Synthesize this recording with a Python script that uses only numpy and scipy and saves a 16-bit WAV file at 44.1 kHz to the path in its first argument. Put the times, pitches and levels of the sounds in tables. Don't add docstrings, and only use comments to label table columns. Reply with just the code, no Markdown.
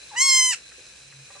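import sys
import numpy as np
from scipy import signal
from scipy.fft import rfft, irfft
from scipy.io import wavfile
from scipy.ndimage import map_coordinates

SR = 44100
rng = np.random.default_rng(int(sys.argv[2]) if len(sys.argv) > 2 else 0)


def transcribe(u):
    v = np.clip(np.atleast_2d(u).T, -1, 1)
    q = np.round(v * 32767).astype(np.int16)
    wavfile.write(sys.argv[1], SR, q)


N = 61739

# freq_hz, gain_db
WATER_SPECTRUM = [(150, -42), (250, -12.5), (480, -4.5), (700, -11.5), (1100, -12.5), (1630, -11.5),
                  (2050, -11), (2500, -4.5), (3200, -10), (4000, -5), (4500, -8.5), (6200, -7), (9500, -11),
                  (12400, -43)]
# freq_hz, width_hz, gain_db
BASIN_MODES = [(1628, 163, -6), (2502, 173, -4), (4022, 94, 2.5), (5120, 80, -4), (6130, 37, 0.5),
               (7180, 140, -11.5), (7760, 360, -13.5)]
# time_s, gain_db
FLOW = [(0, 3), (.15, 2.5), (.6, 0.5), (.9, 0.5), (1.15, -1), (1.35, 1)]
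# freq_hz, side_minus_mid_db
WATER_SIDE = [(60, -11), (110, -14), (200, -7), (380, -7), (700, 1.5), (1290, -15.5), (2380, 2), (4400, -7),
              (8120, 2.5), (15000, 23)]
# freq_hz, gain_db
RUMBLE_SPECTRUM = [(20, -36), (40, -15), (54, 0.5), (80, -6.5), (140, -5), (220, -13.5), (500, -25),
                   (2000, -72)]
# time_s, pitch_hz
PITCH = [(.106, 1160), (.12, 869), (.145, 806), (.168, 963), (.2, 1030), (.236, 1087), (.275, 1080),
         (.335, 1047), (.37, 1047), (.42, 1024), (.445, 1030), (.5, 1012), (.517, 978.4), (.53, 870),
         (.54, 733.4), (.55, 642.4)]
# time_s, gain_db
EFFORT = [(0.1, -34), (0.12, -9.5), (0.15, -2), (0.175, -2), (0.195, -3), (0.218, 3.5), (0.245, -0.3),
          (0.27, 1.2), (0.295, 3), (0.32, 2), (0.375, 2.5), (0.45, -0.5), (0.512, -2.1), (0.524, -10.5),
          (0.533, -6), (0.547, -13), (0.56, -47)]
# time_s, roughness_0_to_1
ROUGHNESS = [(.11, 0.3), (.16, 0.31), (.18, 0.08), (.23, 0.05), (.3, 0.03), (.48, 0.04), (.512, 0.04),
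             (.524, 0.51), (.55, 0.53)]
# freq_hz, gain_db
AIR_SPECTRUM = [(500, -26), (1400, -17), (2200, -9), (2750, 9.5), (3600, -16), (4500, 1), (5300, 8.5),
                (8000, -11), (11000, -6)]
# freq_hz, gain_db
THROAT_RESPONSE = [(300.0, -43), (800.0, -42.5), (1050.0, -34.5), (1400.0, -29), (1900.0, -21.5),
                   (2150.0, -23), (2700.0, -21), (3100.0, -24.5), (3300.0, -34.5), (3650.0, -36),
                   (4050.0, -35.0), (4250.0, -24), (4600.0, -33), (5000.0, -28.5), (5400.0, -23),
                   (5800.0, -27.5), (6200.0, -20), (6600.0, -30.5), (7300.0, -20), (8300.0, -26.5),
                   (8750.0, -31), (9400.0, -34), (10500.0, -41.5), (11200, -45), (12000, -104),
                   (13200, -48), (15000, -45)]
# delay_ms, drift_ms_per_s, gain_db
ECHOES_LEFT = [(0.227, 0.28, -8.5), (1.565, 0.72, -18.5), (0.232, -0.71, -16)]
ECHOES_RIGHT = [(0.581, 0.86, -10), (2.463, -0.086, -13.5), (2.106, 0.677, -9.5)]
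# start_s, pitch_hz, level_db, t60_s
SPLASHES = [(.717, 1580, -42.5, 0.044), (.782, 437, -51.5, 0.21), (0.852, 1550, -50.5, .05),
            (1.124, 1650, -42.5, 0.046)]
# start_s, length_s, level_db
HUM_SWELLS = [(.99, 0.18, -56.5), (1.125, 0.14, -47.5)]
# start_s, level_db
KNOCKS = [(1.302, -47), (1.352, -46), (1.364, -48)]
# freq_hz, gain_db, t60_s
KNOCK_MODES = [(567, -0.5, 0.073), (785, -4, .08), (1026, -8, 0.14), (1167, -1.5, .08), (1880, 0, 0.043)]

MOUTH_OPENS_S = 0.15
TIME_S = np.arange(N) / SR
SIDE_SIGNS = np.array([[1], [-1]])


def undb(db):
    return 10 ** (np.asarray(db) / 20)


def unit(x):
    return x / np.sqrt(np.mean(x ** 2))


def curve(rows):
    return np.interp(TIME_S, *np.array(rows).T)


def colour(x, points):
    hz, db = np.array(points).T
    bins_hz = np.maximum(np.fft.rfftfreq(2 * N, 1 / SR), 1)
    gain = undb(np.interp(np.log(bins_hz), np.log(hz), db))
    return irfft(rfft(x, 2 * N) * gain)[..., :N]


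def resonate(x, hz, width_hz):
    return signal.lfilter(*signal.iirpeak(hz, hz / width_hz, fs=SR), x)


def noise():
    return rng.standard_normal(N)


def band(hz, width_hz):
    return unit(resonate(resonate(noise(), hz, width_hz), hz, width_hz))


def wobble(hz):
    return unit(signal.sosfilt(signal.butter(2, hz, fs=SR, output="sos"), noise()))


def fade(start_s, t60_s, attack_s=0.00096):
    age_s = np.maximum(TIME_S - start_s, 0)
    return (1 - np.exp(-age_s / attack_s)) * np.exp(-np.log(1000) * age_s / t60_s)


def droplets(rate_per_s=3500, spread_db=3.5):
    hits = rng.random(N) < rate_per_s / SR
    return hits * np.sign(noise()) * undb(spread_db * noise())


def stream(patter_db=-53, ring_db=-52.5, drift_ratio=0.00697, waver_db=0.57, top_hz=9970):
    patter = unit(colour(droplets(), [(60, -40)] + list(WATER_SPECTRUM)))
    ring = unit(sum(undb(db + 1.4 * wobble(18.5)) * resonate(droplets(), hz, width_hz)
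                    for hz, width_hz, db in BASIN_MODES))
    warped_samples = np.cumsum(1 + drift_ratio * wobble(19.9))
    ring = map_coordinates(ring, [warped_samples], order=3, mode="mirror")
    flow = undb(curve(FLOW) + waver_db * wobble(12))
    water = (undb(patter_db) * patter + undb(ring_db) * ring) * flow
    return signal.sosfilt(signal.cheby1(10, .5, top_hz, fs=SR, output="sos"), water)


def tap():
    return stream() + colour(stream(), WATER_SIDE) * SIDE_SIGNS


def rumble(level_db=-65):
    mid = unit(colour(noise(), RUMBLE_SPECTRUM))
    side = unit(colour(noise(), RUMBLE_SPECTRUM))
    return undb(level_db) * (mid + 0.3 * side * SIDE_SIGNS)


def mouth_gain(harmonic, opening_s=.011, nasal_db=5.5, closed_db_per_octave=-29.5):
    closed = np.exp(-np.maximum(TIME_S - MOUTH_OPENS_S, 0) / opening_s)
    return undb(closed * (nasal_db + closed_db_per_octave * np.log2(harmonic)))


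def notch_gain(hz, centre_hz=4100, width_hz=160, depth_db=-9, end_s=0.2086):
    early = np.clip((end_s - TIME_S) / .004, 0, 1)
    return undb(depth_db * early * np.exp(-((hz - centre_hz) / width_hz) ** 2))


def bleat(harmonics=15, flutter_hz=258, jitter_per_rough=.042, shimmer_per_rough=0.59, air_gain_db=-5.5):
    rough, pitch_hz = curve(ROUGHNESS), curve(PITCH)
    flutter = unit(resonate(noise(), flutter_hz, width_hz=320))
    pitch_ratio = 1 + jitter_per_rough * rough * flutter + 0.0013 * wobble(43)
    phase = 2 * np.pi * np.cumsum(pitch_hz * pitch_ratio) / SR
    folds = sum(mouth_gain(k) * notch_gain(k * pitch_hz) * np.sin(k * phase)
                for k in range(1, harmonics + 1))
    air_gain = undb(air_gain_db) * np.sqrt(harmonics) * rough * mouth_gain(harmonics / 2)
    air = air_gain * (1 + np.cos(phase)) * colour(noise(), AIR_SPECTRUM)
    source = folds * (1 + shimmer_per_rough * rough * wobble(350)) + air
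    voiced = (TIME_S > EFFORT[0][0]) & (TIME_S < EFFORT[-1][0])
    return colour(source * undb(curve(EFFORT)) * voiced, THROAT_RESPONSE)


def mic_port(x, echoes, lag_s=0, reference_s=0.3526):
    def delayed(delay_s):
        return map_coordinates(x, [(TIME_S - delay_s) * SR], order=3)

    reflections = sum(undb(db) * delayed((delay_ms + drift_ms_per_s * (TIME_S - reference_s)) / 1000)
                      for delay_ms, drift_ms_per_s, db in echoes)
    return delayed(lag_s) + reflections


def room(x, t60_s=0.16, gain_db=-11):
    tails = rng.standard_normal((2, N)) * fade(0.0046, t60_s)
    tails /= np.sqrt(np.sum(tails ** 2, axis=1, keepdims=True))
    return undb(gain_db) * signal.fftconvolve(x[None], tails, axes=1)[:, :N]


def lips(level_db=-40):
    return undb(level_db) * band(hz=1250, width_hz=400) * fade(MOUTH_OPENS_S, t60_s=0.045)


def splashes():
    return sum(undb(db) * band(hz, hz / 3) * fade(start_s, t60_s) for start_s, hz, db, t60_s in SPLASHES)


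def hum(pitch_hz=138.1):
    swells = sum(undb(db) * np.sin(np.pi * np.clip((TIME_S - start_s) / length_s, 0, 1))
                 for start_s, length_s, db in HUM_SWELLS)
    wavering_hz = pitch_hz * (1 + 0.023 * wobble(13))
    return swells * np.sin(2 * np.pi * np.cumsum(wavering_hz) / SR)


def knocks(scatter_db=2, thud_db=-7.5):
    out = 0
    for start_s, level_db in KNOCKS:
        ring = 0
        for hz, mode_db, t60_s in KNOCK_MODES:
            gain = undb(mode_db + scatter_db * rng.standard_normal())
            ring += gain * fade(start_s, t60_s) * np.sin(2 * np.pi * hz * (TIME_S - start_s))
        thud = undb(thud_db) * band(hz=820, width_hz=820) * fade(start_s, t60_s=0.057)
        out += undb(level_db) * (ring + thud)
    return out


def scene():
    voice = bleat() + lips()
    goat = np.array([mic_port(voice, ECHOES_LEFT, lag_s=2.9e-5), mic_port(voice, ECHOES_RIGHT)])
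    impacts = splashes() + knocks()
    return rumble() + goat + room(voice + impacts) + impacts + tap() + hum()


def record(dry, top_hz=15800):
    return signal.sosfilt(signal.ellip(10, .2, 80, top_hz, fs=SR, output="sos"), dry)


dry = scene()
out = record(dry)
transcribe(out)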